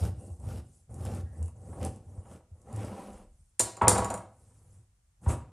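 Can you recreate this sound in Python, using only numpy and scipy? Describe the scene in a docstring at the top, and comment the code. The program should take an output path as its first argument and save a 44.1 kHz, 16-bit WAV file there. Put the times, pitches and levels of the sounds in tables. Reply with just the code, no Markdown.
"""A knife saws through a crusty loaf: uneven noise, swelling with each stroke, drags, tears crumb and hisses on crust.
The loaf lies on a wooden counter that carries the microphone's stand, so the board booms as low, soft swings.
The blade is then dropped on the wood, where bright bursts and ringing tones clink as it rocks to rest.
Later a half loaf bumps down. A small hard kitchen answers with fading noise, and squeaks and a rumble are faint.
The microphone adds a steady hiss; only a faint part of the sound differs between left and right."""
import sys
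import numpy as np
from scipy import signal
from scipy.fft import rfft, irfft, next_fast_len
from scipy.io import wavfile
from scipy.ndimage import uniform_filter1d, map_coordinates

SR = 44100
rng = np.random.default_rng(int(sys.argv[2]) if len(sys.argv) > 2 else 0)


def wav_out(sig):
    """Save sig, one row per channel (or a flat mono array), as 16-bit PCM at SR to the path in sys.argv[1]."""
    wavfile.write(sys.argv[1], SR, np.round(np.clip(np.atleast_2d(sig).T, -1, 1) * 32767).astype(np.int16))


def to_linear_factor(level_db):
    """Convert decibel levels (scalar or array-like) to linear amplitude factors."""
    exponent = np.asarray(level_db, float) / 20
    return 10 ** exponent


N = 243423  # length in samples

# ringing tones of the counter top: pitch_hz, width_hz, level_db
WOOD_TONES = [(201, 36, -3), (331.2, 110, -10), (515.5, 28, -4), (664, 34, -1.5), (786.2, 47, -4),
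              (966.2, 29, 3), (1107, 46, -6.5), (1220, 82, -6.5), (1364, 200, -13), (1720, 89, -12),
              (1994, 960, -20)]
# colour of crust noise: pitch_hz, level_db (per Hz)
CRUST_COLOUR = [(2500, -21), (4130, -12.5), (5500, -4), (6740, 1.5), (8000, 6.5), (9730, 7.5), (11300, -3),
                (12200, -15), (14000, -22.5), (15000, -40), (15600, -90)]
# the knife rocks on the counter, each touch a clink and a knock: start_s, level_db
ROCKING_TOUCHES = [(3.7687, -37), (3.9802, -25), (4.0451, -26), (4.1015, -26.5), (4.1404, -30),
                   (4.175, -41)]


def unit(x):
    """Scale to an average strength (rms) of 1."""
    return x / np.sqrt(np.mean(x ** 2) + 1e-20)


def along(points, hz):
    """Read a curve of (Hz, value) points, with pitch on a log axis."""
    point_hz, value = np.transpose(points)
    return np.interp(np.log(hz + 1), np.log(point_hz + 1), value)


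def filtered(x, response):
    """Multiply each frequency of x by a response, which may also shift its phase."""
    size = next_fast_len(x.shape[-1] + 8192)
    hz = np.fft.rfftfreq(size, 1 / SR)
    return irfft(rfft(x, size) * response(hz), size)[..., :x.shape[-1]]


def colour(x, spectrum):
    """Give x a smooth balance of low and high pitches."""
    return filtered(x, lambda hz: to_linear_factor(along(spectrum, hz)))


def resonate(x, tones):
    """Let x excite tones (Hz, width in Hz, dB), each a resonance that favours its own pitch."""
    def response(hz):
        total = 0
        for k, (centre, width, db) in enumerate(tones):
            loss = 1j * hz * width
            # neighbouring tones have opposite signs
            total = total + (-1) ** k * to_linear_factor(db) * loss / (centre ** 2 - hz ** 2 + loss)
        return total
    return filtered(x, response)


def wobble(rate):
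    """A smooth random curve through rate random points a second."""
    points = rng.standard_normal(int(N / SR * 400) + 4)
    return map_coordinates(points, [np.arange(N) * np.clip(rate, 1, 390) / SR])


def grit(lumpy_db, rate, spike_db, share, patchy_db):
    """Friction: lumpy noise with small sudden slips and random patches of colour that make it grainy."""
    slips = (rng.random(N) < share) * to_linear_factor(spike_db * rng.random(N))
    lumps = to_linear_factor(lumpy_db * wobble(rate))
    z = signal.stft(rng.standard_normal(N) * lumps * (1 + slips), nperseg=256)[2]
    # smooth the patches over neighbouring pitches, then over time
    patches = uniform_filter1d(rng.standard_normal(z.shape), size=5, axis=0)
    patches = uniform_filter1d(patches, size=6, axis=1)
    return unit(signal.istft(z * to_linear_factor(patchy_db * unit(patches)), nperseg=256)[1][:N])


def rattles(rows, lumpy_db, rate):
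    """Each contact is a lumpy burst of noise that starts at once and falls 20 dB over its length."""
    t = np.arange(N) / SR
    shape = np.zeros(N)
    for start, db, length, *_ in rows:
        shape += to_linear_factor(db - 20 * np.clip(t - start, 0, 1) / length) * (t >= start)
    return shape * rng.standard_normal(N) * to_linear_factor(lumpy_db * wobble(rate))


def unit_gain(response):
    """Gain that brings noise through a filter back to an average strength (rms) of 1."""
    return 1 / np.std(response(rng.standard_normal(N)))


def stroked(strokes, level_db, start_db, end_db, in_db_per_s, out_db_per_s, flat):
    """Gain over time: every stroke swells to its hardest moment, eases, and fades fast outside its span.
    start_db, end_db: drop from the hardest moment; a higher flat gives a flatter top."""
    start, hardest, end = [np.array(column)[:, None] for column in list(zip(*strokes))[:3]]
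    t = np.arange(0, N / SR + .002, .002)
    before = np.clip((hardest - t) / (hardest - start), 0, 1)
    after = np.clip((t - hardest) / (end - hardest), 0, 1)
    drop_db = start_db * before ** flat + end_db * after ** flat
    drop_db += in_db_per_s * np.clip(start - t, 0, None)
    drop_db += out_db_per_s * np.clip(t - end, 0, None)
    gain = np.linalg.norm(to_linear_factor(level_db[:, None] - drop_db), axis=0)  # overlapping strokes add in power
    return np.interp(np.arange(N) / SR, t, gain)


def microphone_hiss():
    """The microphone's floor: steady coloured noise, alike on left and right."""
    # colour of the floor: pitch_hz, level_db (per Hz)
    hiss_colour = [(13, -34.5), (25, -10), (44, 0.5), (102, -5), (215, -28), (361, -34.5), (918, -33),
                   (3930, -41.5), (8710, -33.5), (11200, -41), (12200, -48.5), (15000, -56), (15600, -100)]
    return to_linear_factor(-68) * unit(colour(rng.standard_normal(N), hiss_colour))


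def side_hiss():
    """A fainter noise, to be added on the left and subtracted on the right."""
    # colour of the difference: pitch_hz, level_db (per Hz)
    side_colour = [(60, -11), (260, -9), (900, -10), (2500, -15.5), (4500, -17.5), (8800, -8.5),
                   (11500, -16.5), (14500, -24), (15300, -70)]
    return to_linear_factor(-81) * unit(colour(rng.standard_normal(N), side_colour))


def rumble():
    """Noise narrowed to very low pitches swells once and fades."""
    # loudness of the rumble: time_s, level_db
    rumble_curve = [(2.9, -71), (3.1, -57), (3.35, -55.5), (3.6, -84)]
    time_s, level_db = np.transpose(rumble_curve)
    deep = resonate(rng.standard_normal(N), [(44, 25, 0)])
    deep = unit(resonate(deep, [(44, 35, 0)]))
    return to_linear_factor(np.interp(np.arange(N) / SR, time_s, level_db, -120, -120)) * deep


def kitchen(x):
    """The room answers x with a tail of noise in which each frequency dies at its own speed."""
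    # how long the room rings: pitch_hz, time to fall 60 dB_s
    ring_times = [(100, .5), (1000, 0.42), (4000, 0.44), (10000, 0.24)]
    hz, t, z = signal.stft(rng.standard_normal(SR), SR, nperseg=256)
    fading = z * to_linear_factor(-60 * t / along(ring_times, hz)[:, None])
    tail = signal.istft(fading, SR, nperseg=256)[1]
    delayed = np.pad(x, (300, 0))  # in samples
    return signal.fftconvolve(delayed, tail / np.linalg.norm(tail))[:N]


def board(x):
    """The low swing of the board, steep on both flanks because a broad resonance follows the others."""
    # swings of the board: pitch_hz, width_hz, level_db
    board_tones = [(60, 35, -10.5), (93, 19.6, 3), (112.1, 27.8, -2), (141.3, 49, -12)]
    return resonate(resonate(x, board_tones), [(94.5, 330, 0)])


def thumps():
    """The board rocks under the loaf: a low tone swells and dies in a few soft cycles."""
    # swings: start_s, level_db (at the peak), pitch_hz, rise_s
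    swings = [(0.301, -31.5, 79, 0.012), (0.467, -28.5, 87, 0.0051), (1.229, -26.5, 81.7, 0.011),
              (1.397, -24, 80.6, 0.022), (1.809, -27, 82.5, 0.026), (2.064, -38.5, 93, 0.0096),
              (2.177, -27, 79, 0.0059), (2.514, -37, 86, 0.01), (2.729, -29.5, 106.7, 0.034),
              (3.12, -45, 67.3, 0.015), (3.407, -44, 66.56, 0.0064), (3.871, -15.5, 99, 0.01),
              (4.778, -51.5, 113.7, 0.017), (5.268, -11, 76, 0.0076)]
    out, t = np.zeros(N + SR), np.arange(SR // 2) / SR
    for start, db, hz, rise in swings:
        u = t / rise
        swell = u * np.exp(1 - u)  # reaches 1 at the end of the rise
        out[round(start * SR):][:len(t)] += to_linear_factor(db) * swell * np.sin(2 * np.pi * hz * t)
    return out[:N]


def knocks():
    """Blunt blows ring the counter top and shake the board; a soft contact has little treble."""
    # blade, handle or loaf knocks the counter: start_s, level_db (before the gains below), length_s
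    blow_list = [(.4, -58, 0.013), (.437, -52.5, .033), (.51, -55, .02), (.915, -83, 0.016),
                 (.992, -70, 0.017), (1.415, -51, 0.027), (1.479, -46.5, 0.012), (1.728, -38.5, 0.021),
                 (2.175, -58, 0.018), (2.252, -48.5, 0.032), (2.403, -52.5, 0.014), (3.598, -26.5, 0.041),
                 (3.665, -34.5, 0.028), (3.813, -13.5, 0.061), (3.871, -11.5, 0.032), (3.91, -19.5, 0.064),
                 (3.954, -21.5, 0.051), (4.02, -29, 0.022), (5.261, -30, 0.044), (5.296, -31.5, 0.071)]
    soft = lambda hz: 1 / (1 + 1j * hz / 2200) ** 3
    no_deep_bass = lambda hz: (1j * hz / (1j * hz + 45)) ** 2

    def wood(x):
        # clear tones over one broad resonance, for a dense crowd of weak ones
        return filtered(resonate(x, WOOD_TONES) + resonate(x, [(650, 410, -11.5)]), soft)

    rocking = [(start, db + 1.2, .038) for start, db in ROCKING_TOUCHES]
    blows = rattles(blow_list + rocking, lumpy_db=2.5, rate=260)
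    ringing = to_linear_factor(-4.5) * unit_gain(wood) * wood(blows)
    shaking = to_linear_factor(-6.5) * unit_gain(board) * filtered(board(blows), no_deep_bass)
    return ringing + shaking


def blade():
    """Steel contacts chatter brightly and ring the blade's tones; touching the wood makes the ring flutter."""
    # dropped steel strikes wood: start_s, level_db (before the chatter's gain), length_s, ring_db (over level)
    strikes = [(3.595, -10.5, .025, -8), (3.8186, -33, .013, -13), (3.881, -3.5, .016, -22)]
    # the blade's tones: pitch_hz, level_db (before a random change), time to fall 60 dB_s (when free)
    steel_tones = [(4043, -20, .1), (5782, -20, .15), (6546, -12, .05), (7085, 0, .1), (7601, -15, .08),
                   (8680, -10, .06), (9300, -14, .08)]
    # colour of the chatter: pitch_hz, level_db (per Hz)
    clink_colour = [(1000, -38), (1800, -17), (4940, -14.5), (6650, -8.5), (8880, 1.5), (11000, -12.5),
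                    (13500, -25), (15000, -43), (15700, -88.5)]
    out, t = np.zeros(N + SR), np.arange(SR // 2) / SR
    contacts = strikes + [(start, db, .009, -6) for start, db in ROCKING_TOUCHES]
    # share of the ring time left: less while the blade lies on wood
    shares = [1] * len(strikes) + [.6] * len(ROCKING_TOUCHES)
    for (start, db, _, ring_db), share in zip(contacts, shares):
        ring = np.zeros(len(t))
        for hz, level, fall_s in steel_tones:
            tone_db = level + rng.normal(0, 2) - 60 * t / fall_s / share
            ring += to_linear_factor(tone_db) * np.sin(2 * np.pi * hz * t)
        onset = 1 - np.exp(-t / .002)
        out[round(start * SR):][:len(t)] += to_linear_factor(db + ring_db) * ring * onset
    bright = lambda x: colour(x, clink_colour)
    chatter = to_linear_factor(-6) * unit_gain(bright) * bright(rattles(contacts, lumpy_db=-3, rate=360))
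    flutter = to_linear_factor(2.5 * wobble(130))
    return flutter * out[:N], chatter


def squeaks():
    """The flat of the blade rubs the crust: a faint, breathy band of noise, some sliding a little in pitch."""
    # squeaks: start_s, end_s, first_pitch_hz, last_pitch_hz, level_db (wavering around this)
    squeak_list = [(.16, .33, 2700, 2800, -83), (1.25, 1.4, 1760, 1880, -73), (1.42, 1.5, 2750, 2750, -79),
                   (2.22, 2.36, 2900, 3100, -81)]
    t, out = np.arange(N) / SR, np.zeros(N)
    for start, end, hz_first, hz_last, db in squeak_list:
        turns = np.cumsum(np.interp(t, [start, end], [hz_first, hz_last])) / SR
        gate = np.sin(np.pi * np.clip((t - start) / (end - start), 0, 1)) ** 0.23
        # random strengths of sine and cosine make a band of noise around the pitch
        breath = wobble(380) * np.sin(2 * np.pi * turns) + wobble(380) * np.cos(2 * np.pi * turns)
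        out += to_linear_factor(db + 2.5 * wobble(35)) * gate * breath
    return out


def cracks():
    """A flake of crust snaps: a few milliseconds of bright noise."""
    # snaps: start_s, level_db
    snaps = [(0.036, -46), (0.3995, -58), (0.9428, -45.5), (1.013, -53), (1.052, -44.5), (1.148, -44),
             (1.4277, -48), (1.459, -52), (1.4798, -51.5), (1.797, -57), (1.8302, -47), (1.8492, -38),
             (1.8625, -65), (1.961, -57.5), (2.6162, -59.5), (2.728, -47.5), (2.762, -45), (2.8076, -56),
             (2.848, -43.5)]
    bright = lambda x: colour(x, CRUST_COLOUR)
    bursts = rattles([(start, db, .007) for start, db in snaps], lumpy_db=2.5, rate=380)
    return unit_gain(bright) * bright(bursts)


def friction():
    """Strokes shake the board, drag through the wood and tear crumb and crust."""
    # all strokes: start_s, hardest_s, end_s, drag_db, board_sway_db, crust_hiss_db
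    pushes = [(-.1, .04, 0.091, -41.5, -23.5, -56), (.395, .51, 0.6, -47, -32.5, -60),
              (.9, 1.1, 1.206, -43.5, -31, -59.5), (1.76, 1.855, 1.878, -38, -30, -64),
              (2.24, 2.33, 2.377, -51.5, -48.5, -65), (2.66, 2.81, 2.94, -43, -40, -64),
              (2.87, 2.98, 3.105, -45.5, -61, -63.5), (3.02, 3.15, 3.238, -53, -59, -66)]  # forward, teeth tearing in; the last three rows overlap as one long, uneven cut
    pulls = [(0.159, 0.22, 0.37, -54.5, -47, -64), (0.637, 0.76, .84, -75, -64, -67.5),
             (1.254, 1.41, 1.497, -54, -37.5, -67.5), (1.556, 1.716, 1.97, -52, -40.5, -65),
             (2.002, 2.165, 2.253, -58, -45, -71.5), (2.488, 2.575, 2.87, -67.5, -55.5, -78),
             (3.26, 3.4, 3.56, -101, -72, -77)]  # return strokes, teeth skating back
    slides = [(4.274, 4.45, 4.7, -71.5, -55, -70.5), (4.55, 4.74, 4.83, -72, -55, -71.5),
              (5.219, 5.249, 5.28, -53.5, -38.5, -62), (5.282, 5.294, 5.341, -38, -24.5, -44.5)]  # hands and loaf slide on crust and wood
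    # colours of the drag, the tearing crumb and the rasp of hard crust: pitch_hz, level_db (per Hz)
    drag_colour = [(88, -33), (150, -15), (205, -1), (242, -9), (424, -11.5), (476, -9.5), (792, -15),
                   (1800, -54), (2340, -67), (3960, -120)]
    crumb_colour = [(710, -27.5), (1200, -0.5), (1900, -12), (2600, -11.5), (4500, -21), (6500, -18.5),
                    (11500, -24), (13800, -44), (14800, -44.5), (15500, -100)]
    rasp_colour = [(1800, -31), (2800, -4), (3900, -12.5), (5200, 2), (7000, -14), (10500, -11.5),
                   (12500, -3.5), (14300, -14), (15200, -80)]

    strokes = pushes + pulls + slides
    drag_db, sway_db, hiss_db = np.transpose(strokes)[3:]
    # crumb tearing relative to the drag
    tear_db = np.repeat([-14.5, -34, -11.5], [len(pushes), len(pulls), len(slides)])
    judder = wobble(28)  # the teeth catch unevenly, heard in wood and bread alike

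    through_s = 3.25  # the blade sinks from the top crust to the bottom by this time
    depth = np.clip(np.arange(N) / SR / through_s, 0, 1)
    sinking = lambda top_db, bottom_db: to_linear_factor(top_db + (bottom_db - top_db) * depth)

    sway = unit(board(rng.standard_normal(N)))
    sway *= stroked(strokes, sway_db, start_db=10.7, end_db=6.5, in_db_per_s=640, out_db_per_s=170, flat=1.4)

    # the counter's ring grows as the blade nears it
    rub = grit(lumpy_db=-1.0, rate=240, spike_db=18.0, share=0.015, patchy_db=2.0)
    drag = unit(colour(rub, drag_colour)) + sinking(-19, -8.5) * unit(resonate(rub, WOOD_TONES))
    drag *= to_linear_factor(0.12 * judder)
    drag *= stroked(strokes, drag_db, start_db=13.7, end_db=7.3, in_db_per_s=960, out_db_per_s=440, flat=1.48)

    # the rasp of hard crust on the teeth weakens as the blade sinks
    tearing = grit(lumpy_db=-1.0, rate=260, spike_db=24, share=0.0087, patchy_db=2.0)
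    crumb = unit(colour(tearing, crumb_colour)) + sinking(-4, -21) * unit(colour(tearing, rasp_colour))
    crumb *= to_linear_factor(0.46 * judder)
    crumb *= stroked(strokes, drag_db + tear_db, start_db=37, end_db=4.6,
                     in_db_per_s=380, out_db_per_s=940, flat=1.85)

    scrape = grit(lumpy_db=0.5, rate=180, spike_db=10.5, share=0.022, patchy_db=3.5)
    crust_hiss = unit(colour(scrape, CRUST_COLOUR)) * to_linear_factor(0.3 * judder)
    crust_hiss *= stroked(strokes, hiss_db, start_db=11.3, end_db=7.4,
                          in_db_per_s=1100, out_db_per_s=400, flat=1.73)
    return sway + drag + crumb + crust_hiss


def scene():
    """All sources, their room and the microphone's floor; only a faint hiss differs between left and right."""
    ring, chatter = blade()
    bright, blunt = chatter + cracks(), knocks()
    rubbing = friction() + squeaks()
    room = to_linear_factor(-5.0) * kitchen(bright) + to_linear_factor(-6) * kitchen(blunt)
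    room += to_linear_factor(-9.5) * kitchen(rubbing + .5 * ring)
    stand = lambda hz: (1j * hz / (1j * hz + 30)) ** 6  # the stand passes little below the board's swing
    near = filtered(room + bright + blunt + rubbing + ring + thumps(), stand)
    mid = near + rumble() + microphone_hiss()
    return mid + side_hiss() * np.array([[1], [-1]])


def low_pass(x):
    """Removes everything above the highest recorded frequency."""
    return signal.sosfilt(signal.butter(12, 15670, fs=SR, output="sos"), x)


def record(dry):
    """Turn the finished mix into the final sound."""
    return low_pass(dry)


dry = scene()
out = record(dry)
wav_out(out)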